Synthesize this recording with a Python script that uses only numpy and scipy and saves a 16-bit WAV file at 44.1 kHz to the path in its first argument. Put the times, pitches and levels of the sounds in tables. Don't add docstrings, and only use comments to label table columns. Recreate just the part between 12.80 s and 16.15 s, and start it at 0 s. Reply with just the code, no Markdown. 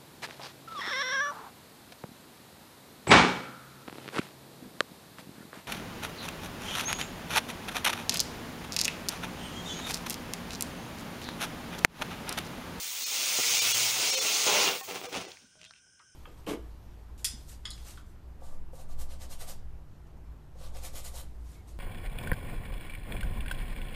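import sys
import numpy as np
from scipy import signal
from scipy.fft import rfft, irfft, next_fast_len
from scipy.io import wavfile
from scipy.ndimage import map_coordinates

SR = 44100
rng = np.random.default_rng(int(sys.argv[2]) if len(sys.argv) > 2 else 0)


def wav_record(signal):
    frames = np.transpose(np.atleast_2d(signal))
    bounded = np.clip(frames, -1, 1)
    quanta = np.round(bounded * 32767).astype(np.int16)
    wavfile.write(sys.argv[1], SR, quanta)


N = 147735
T = np.arange(N) / SR
CUTOFF_HZ = 15750

# hz, relative_db
POP_SPECTRUM = [(30, -32), (80, -13.5), (250, -2), (400, 2.5), (780, 1), (1650, -7), (2600, -2), (4300, -9),
                (6300, -7.5), (7500, -16), (9500, -14.5), (12000, -29), (16000, -22)]


def from_db(db):
    return 10 ** (np.asarray(db) / 20)


def rms_one(x):
    return x / np.sqrt(np.mean(x ** 2) + 1e-20)


def level(rows):
    return from_db(np.interp(T, *np.transpose(rows)))


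def slow_noise(hz, rate, count, settle):
    pole = np.exp(-2 * np.pi * hz / rate)
    walk = signal.lfilter([1], [1, -2 * pole, pole * pole], rng.standard_normal(count + settle))
    return rms_one(walk[settle:])


def drift(hz):
    return slow_noise(hz, SR, N, settle=SR)


def colour(x, spectrum):
    size = 2 * next_fast_len(N // 2 + SR // 8)
    hz, db = np.transpose(spectrum)
    grid = np.maximum(np.arange(size // 2 + 1) * SR / size, 1)
    magnitude = from_db(np.interp(np.log(grid), np.log(hz), db))
    cepstrum = irfft(np.log(magnitude))
    cepstrum[1:size // 2] *= 2
    cepstrum[size // 2 + 1:] = 0
    response = np.exp(rfft(cepstrum))
    return irfft(rfft(x, size) * response)[:N]


def low_pass(x, hz, order=1):
    sos = signal.butter(order, min(hz, .45 * SR), fs=SR, output="sos")
    return signal.sosfilt(sos, x + 1e-18)


def resonate(x, hz, width_hz):
    r = np.exp(-np.pi * width_hz / SR)
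    numerator = np.array([1, 0, -1]) * (1 - r * r) / 2
    denominator = [1, -2 * r * np.cos(2 * np.pi * hz / SR), r * r]
    return signal.lfilter(numerator, denominator, x + 1e-18)


def grains(per_s, spread_db):
    sizes = from_db(spread_db * np.minimum(rng.exponential(1, N), 4))
    signs = rng.choice([-1, 1], N)
    struck = rng.random(N) < per_s / SR
    return rms_one(sizes * signs * struck)


def burst(start, hold, attack, release):
    before = np.minimum(T - start, 0)
    after = np.maximum(T - start - hold, 0)
    return np.exp(before / attack - after / release)


def patchy(x, depth_db, hz, band_count=30):
    control_hz = 1000
    bands = np.arange(N // 2 + 1) * SR / N / CUTOFF_HZ * band_count
    spectrum, out = rfft(x), np.zeros(N)
    for k in range(band_count + 1):
        slow = slow_noise(hz, control_hz, 3500, settle=1000)
        swell = np.interp(T * control_hz, np.arange(len(slow)), from_db(depth_db * slow))
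        triangle = np.maximum(1 - np.abs(bands - k), 0)
        out += swell * irfft(spectrum * triangle, N)
    return out


def jet():
    # time_s, turns_per_s (before jitter), hum_db (before waver)
    spin = [(0, 79, -92), (.29, 89, -84), (.35, 106, -76), (0.501, 92, -80), (0.801, 97, -66),
            (.88, 107, -58), (1.02, 117, -54), (1.14, 125, -62), (1.35, 112, -72.5), (1.9, 130, -80),
            (2.501, 85, -76), (2.7, 80, -110)]
    # time_s, level_db
    hiss_level = [(0, -39), (.15, -38.5), (.35, -32), (.62, -28), (1.0, -26.5), (1.09, -29), (1.15, -31),
                  (1.25, -28.5), (1.44, -30), (1.56, -28.5), (1.85, -29), (1.93, -40), (2.0, -45),
                  (2.3, -56), (2.36, -57), (2.5, -55), (2.7, -70.5), (2.85, -71), (3.0, -100)]
    roar_level = [(0, -69), (.35, -51), (.9, -44.5), (1.3, -36), (1.65, -37.5), (1.675, -26), (1.8, -26.5),
                  (1.87, -28), (1.94, -34), (2.0, -51), (2.07, -56), (2.48, -51.5), (2.6, -65.5),
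                  (2.8, -107)]
    flutter_level = [(0, -78), (.29, -92), (.5, -65.5), (.66, -71), (.73, -60), (.8, -63), (1.0, -59.5),
                     (1.2, -62), (1.6, -80), (1.7, -55.5), (2.02, -71), (2.3, -67), (2.38, -47),
                     (2.5, -76.5), (2.8, -76.5), (3.0, -87)]
    sizzle_level = [(0, -35.5), (.3, -34.5), (.95, -28), (1.2, -34.5), (1.85, -35), (1.97, -38.5),
                    (2.1, -44.5), (2.3, -52), (2.37, -61), (2.5, -69), (2.75, -90)]
    # hz, relative_db
    hiss_spectrum = [(60, -52), (200, -24.5), (500, -14.5), (1250, -10.5), (1700, -12.5), (2150, -4),
                     (2700, -2.5), (3250, -2.5), (4550, -2.5), (5400, -1.5), (6650, 0.5), (7100, -3.5),
                     (7900, -8.5), (8600, -7.5), (10000, -13), (11800, -19.5), (16000, -38)]
    roar_spectrum = [(40, -50), (110, -22.5), (200, -9), (420, -0.5), (800, -1), (1400, -4), (1750, -8),
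                     (2600, -0.5), (3200, -2), (4300, -7.5), (6000, -7.5), (8000, -44), (12000, -47),
                     (16000, -6.5)]
    flutter_spectrum = [(25, -23), (55, -3), (80, -15), (115, 2.5), (170, 2.5), (300, -11.5), (1000, -63)]
    sizzle_spectrum = [(3000, -58), (7000, -9), (9200, -5.5), (10800, -14.5), (14000, -13), (14600, 1),
                       (15700, 0.5)]
    spin_depth, sizzle_spin_depth = 0.068, 0.37
    sparks_per_s, sparks_db, roar_grains_per_s = 3300, -3, 7000

    time_s, turns_per_s, hum_db = np.transpose(spin)
    speed = np.interp(T, time_s, turns_per_s) * (1 + .05 * drift(31))
    turn = np.sin(2 * np.pi * np.cumsum(speed) / SR)
    hum = rms_one(turn) * from_db(np.interp(T, time_s, hum_db) + 2 * drift(9.4))

    sparks = from_db(sparks_db) * grains(sparks_per_s, spread_db=1.0)
    spray = colour(rng.standard_normal(N) + sparks, hiss_spectrum)
    spray = patchy(spray, depth_db=1.5, hz=14.6)
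    hiss = rms_one(spray) * level(hiss_level) * from_db(0.48 * drift(24))

    burn = colour(grains(roar_grains_per_s, spread_db=2.5), roar_spectrum)
    roar = rms_one(burn) * level(roar_level) * from_db(1.84 * drift(30))

    flutter = rms_one(colour(rng.standard_normal(N), flutter_spectrum)) * level(flutter_level)
    sizzle = rms_one(colour(rng.standard_normal(N), sizzle_spectrum)) * level(sizzle_level)
    pulsing = (1 + spin_depth * turn) * (hiss + roar)
    return pulsing + (1 + sizzle_spin_depth * turn) * sizzle + flutter + hum


def road_echo(x):
    start_lag_s, limit_lag_s, climb_s = .00647, .01188, 1.72
    lead_s = .0003
    late_gain, early_gain = 0.52, 0.083
    lag = limit_lag_s + (start_lag_s - limit_lag_s) * np.exp(-T / climb_s)
    dull = low_pass(x, 3680)

    def delayed(delay):
        return map_coordinates(dull, [(T - delay) * SR + 1], order=3, mode="mirror")

    return x + late_gain * delayed(lag) + early_gain * delayed(lag - lead_s)


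def roadside(x):
    tail_db, t60_s = -16.5, 0.25
    t = T[:SR // 2]
    tail = low_pass(rng.standard_normal(len(t)), 5160) * from_db(-60 * t / t60_s)
    return x + from_db(tail_db) * signal.fftconvolve(x, tail / np.linalg.norm(tail))[:N]


def night():
    # hz, relative_db
    air_spectrum = [(25, -23), (50, -1), (100, 3.5), (160, -3), (330, -7.5), (850, -16.5), (2200, -12),
                    (3400, -15), (3900, -21), (4700, -24), (5200, -15.5), (7500, -8), (9600, -9.5),
                    (10400, -37), (16000, -44)]
    # centre_hz, width_hz, level_db (before the throb)
    insect_bands = [(1522, 186, -70), (2380, 220, -85.5), (3050, 423, -77), (5250, 420, -69.5),
                    (6000, 990, -68), (8910, 440, -73.5)]
    air_db, throb_db, throb_hz = -70, 0.5, 24.9
    out = from_db(air_db) * rms_one(colour(rng.standard_normal(N), air_spectrum))
    for hz, width, db in insect_bands:
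        edges = [hz - width / 2, hz + width / 2]
        sos = signal.butter(5, edges, "band", fs=SR, output="sos")
        band = signal.sosfilt(sos, rng.standard_normal(N))
        out = out + rms_one(band) * from_db(db + throb_db * drift(throb_hz))
    return out


def stutter(x):
    # centre_s, lower_bound_of_pitches_hz, ring_relative_to_sound_db
    dips = [(0.252, 2287, -3), (.806, 2280, -2.5), (0.934, 2610, -4), (1.317, 2284, -0.5),
            (1.361, 2389, -1), (1.403, 3400, -2), (2.023, 4010, -14), (2.277, 306, -4.5), (2.47, 1780, -4)]
    dip_db, dip_width_s, ring_width_s = -14.5, 0.0082, .014
    spacing_hz, line_width_hz = 622.2, 41
    out, half = x.copy(), SR // 8
    for s, lower_hz, db in dips:
        span = slice(int(s * SR) - half, int(s * SR) + half)
        near, t = x[span], T[span] - s
        pitches = lower_hz + spacing_hz * (np.arange(32) + .5 * rng.random(32))
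        ring = np.zeros(len(near))
        for hz in pitches[pitches < CUTOFF_HZ]:
            ring += resonate(resonate(near, hz, line_width_hz), hz, line_width_hz)
        ring = low_pass(ring, 6600, order=2)
        swell = np.exp(-(t / ring_width_s) ** 2)
        ring *= from_db(db) * np.linalg.norm(near * swell) / np.linalg.norm(ring * swell)
        dip = from_db(dip_db * np.exp(-(t / dip_width_s) ** 2))
        out[span] += swell * ring + near * (dip - 1)
    return out


def pops():
    # start_s, peak_db, low_pass_hz
    lumps_of_powder = [(0.5881, -24.5, 750), (.596, -41, 700), (0.603, -36, 550), (1.668, -21.5, 900),
                       (1.802, -28, 1500), (1.819, -12, 6960), (1.916, -24, 3500), (1.954, -21, 8000),
                       (2.0119, -22, 7000), (2.09, -22.5, 4500), (2.112, -21, 4000), (2.1609, -24.5, 4000),
                       (2.2151, -24, 3000), (2.218, -36, 4000), (2.2533, -33, 5000), (2.324, -30, 3000),
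                       (2.3435, -30, 2000), (2.3524, -37, 2500), (2.3642, -30, 2200), (2.451, -27.5, 6000),
                       (2.755, -51.5, 1190), (2.827, -57, 500), (3.067, -57, 2000)]
    pulse = colour(signal.unit_impulse(N), POP_SPECTRUM)[:SR // 20]
    out = np.zeros(N)
    for s, db, hz in lumps_of_powder:
        pop, at = low_pass(pulse, hz, order=2), int(s * SR)
        out[at:at + len(pop)] += from_db(db) * pop / np.abs(pop).max()
    return out


def tones():
    # start_s, hold_s, level_db, pitch_hz (before the waver)
    brief_tones = [(1.337, 0.081, -42.5, 526), (1.386, 0.034, -43.5, 432), (2.014, 0.019, -45, 782),
                   (2.011, 0.027, -49, 1087), (2.012, 0.022, -52.5, 1830), (2.76, 0.14, -72, 631),
                   (2.87, 0.019, -60.5, 3530), (2.877, 0.019, -64, 3160)]
    fade_s = 0.0075
    waver = 1 + 0.009 * drift(12.9)
    flicker = from_db(2 * drift(38))
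    out = np.zeros(N)
    for s, hold, db, hz in brief_tones:
        tone = rms_one(flicker * np.sin(2 * np.pi * np.cumsum(hz * waver) / SR))
        out += from_db(db) * burst(s, hold, fade_s, fade_s) * tone
    return out


def sputter():
    # start_s, hold_s, level_db
    spurts = [(2.085, 0.038, -40.5), (2.148, 0.024, -40.5), (2.241, 0.022, -41), (2.328, 0.026, -37.5),
              (2.36, 0.047, -41), (2.443, 0.045, -56)]
    attack_s, release_s, grains_per_s = 0.0053, 0.024, 5500
    flow = sum(from_db(db) * burst(s, hold, attack_s, release_s) for s, hold, db in spurts)
    lumps = from_db(3 * np.minimum(drift(302), 2))
    return flow * rms_one(colour(lumps * grains(grains_per_s, spread_db=1.5), POP_SPECTRUM))


def rustles():
    # start_s, hold_s, level_db, pitch_hz
    patches = [(2.796, 0.036, -63.5, 3000), (2.852, 0.011, -54, 3270), (2.955, 0.032, -65.5, 2780),
               (2.465, 0.021, -49, 420), (2.622, .025, -63.5, 212), (2.758, 0.11, -68.5, 120)]
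    attack_s, release_s, q, grains_per_s = 0.0057, 0.01, 3.2, 4400
    out = np.zeros(N)
    for s, hold, db, hz in patches:
        rustle = resonate(grains(grains_per_s, spread_db=1), hz, hz / q)
        rustle = rms_one(low_pass(rustle, 5500, order=3))
        out += from_db(db) * burst(s, hold, attack_s, release_s) * rustle
    return out


def crackles():
    # start_s, peak_db, pitch_hz, q (sharpness of the ring), low_pass_hz
    snaps = [(2.518, -30, 3580, 1.6, 5170), (2.571, -41, 2180, 3.3, 4200), (2.815, -37.5, 2660, 3.7, 10000),
             (2.832, -39, 2920, 4, 9000), (2.8421, -35.5, 2700, 4.9, 9000), (2.85, -36, 3040, 3, 10900),
             (2.895, -51, 3500, 2, 6000), (2.909, -36.5, 1410, 2.8, 6000), (2.937, -43.5, 2650, 8, 3600),
             (2.962, -48.5, 2840, 5.6, 4200), (3.194, -50, 2400, 2, 4500)]
    decay_s, grit_db, bright_db = 0.0018, -17, -9
    out, t = np.zeros(N), T[:SR // 20]
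    for s, db, hz, q, top_hz in snaps:
        grit = from_db(grit_db) * rng.standard_normal(len(t)) * np.exp(-t / decay_s)
        click = signal.unit_impulse(len(t)) + grit
        bright = from_db(bright_db) * resonate(click, 4200, 2300)
        snap = low_pass(resonate(click, hz, hz / q) + bright, top_hz, order=4)
        at = int(s * SR)
        out[at:at + len(t)] += from_db(db) * snap / np.abs(snap).max()
    return out


def knock():
    # pitch_hz, width_hz, relative_db
    modes = [(1050, 100, -14), (1240, 81, 12), (1390, 160, -6), (1900, 200, -4), (2480, 230, -17)]
    start_s, peak_db, decay_s, scuff_db = 3.198, -49, 0.018, -15
    scuff = rng.standard_normal(N) * (T >= start_s) * np.exp(-np.abs(T - start_s) / decay_s)
    push = signal.unit_impulse(N, int(start_s * SR)) + from_db(scuff_db) * scuff
    body = sum(from_db(db) * resonate(push, hz, width) for hz, width, db in modes)
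    body = low_pass(body, 3200, order=3)
    return from_db(peak_db) * body / np.abs(body).max()


def scene():
    airborne = road_echo(jet() + sputter() + pops())
    firework = stutter(roadside(airborne + crackles()))
    return (firework + rustles() + knock() + tones() + night())[None]


def record(dry):
    sos = signal.ellip(12, .2, 80, CUTOFF_HZ, fs=SR, output="sos")
    return signal.sosfilt(sos, dry)


dry = scene()
out = record(dry)
wav_record(out)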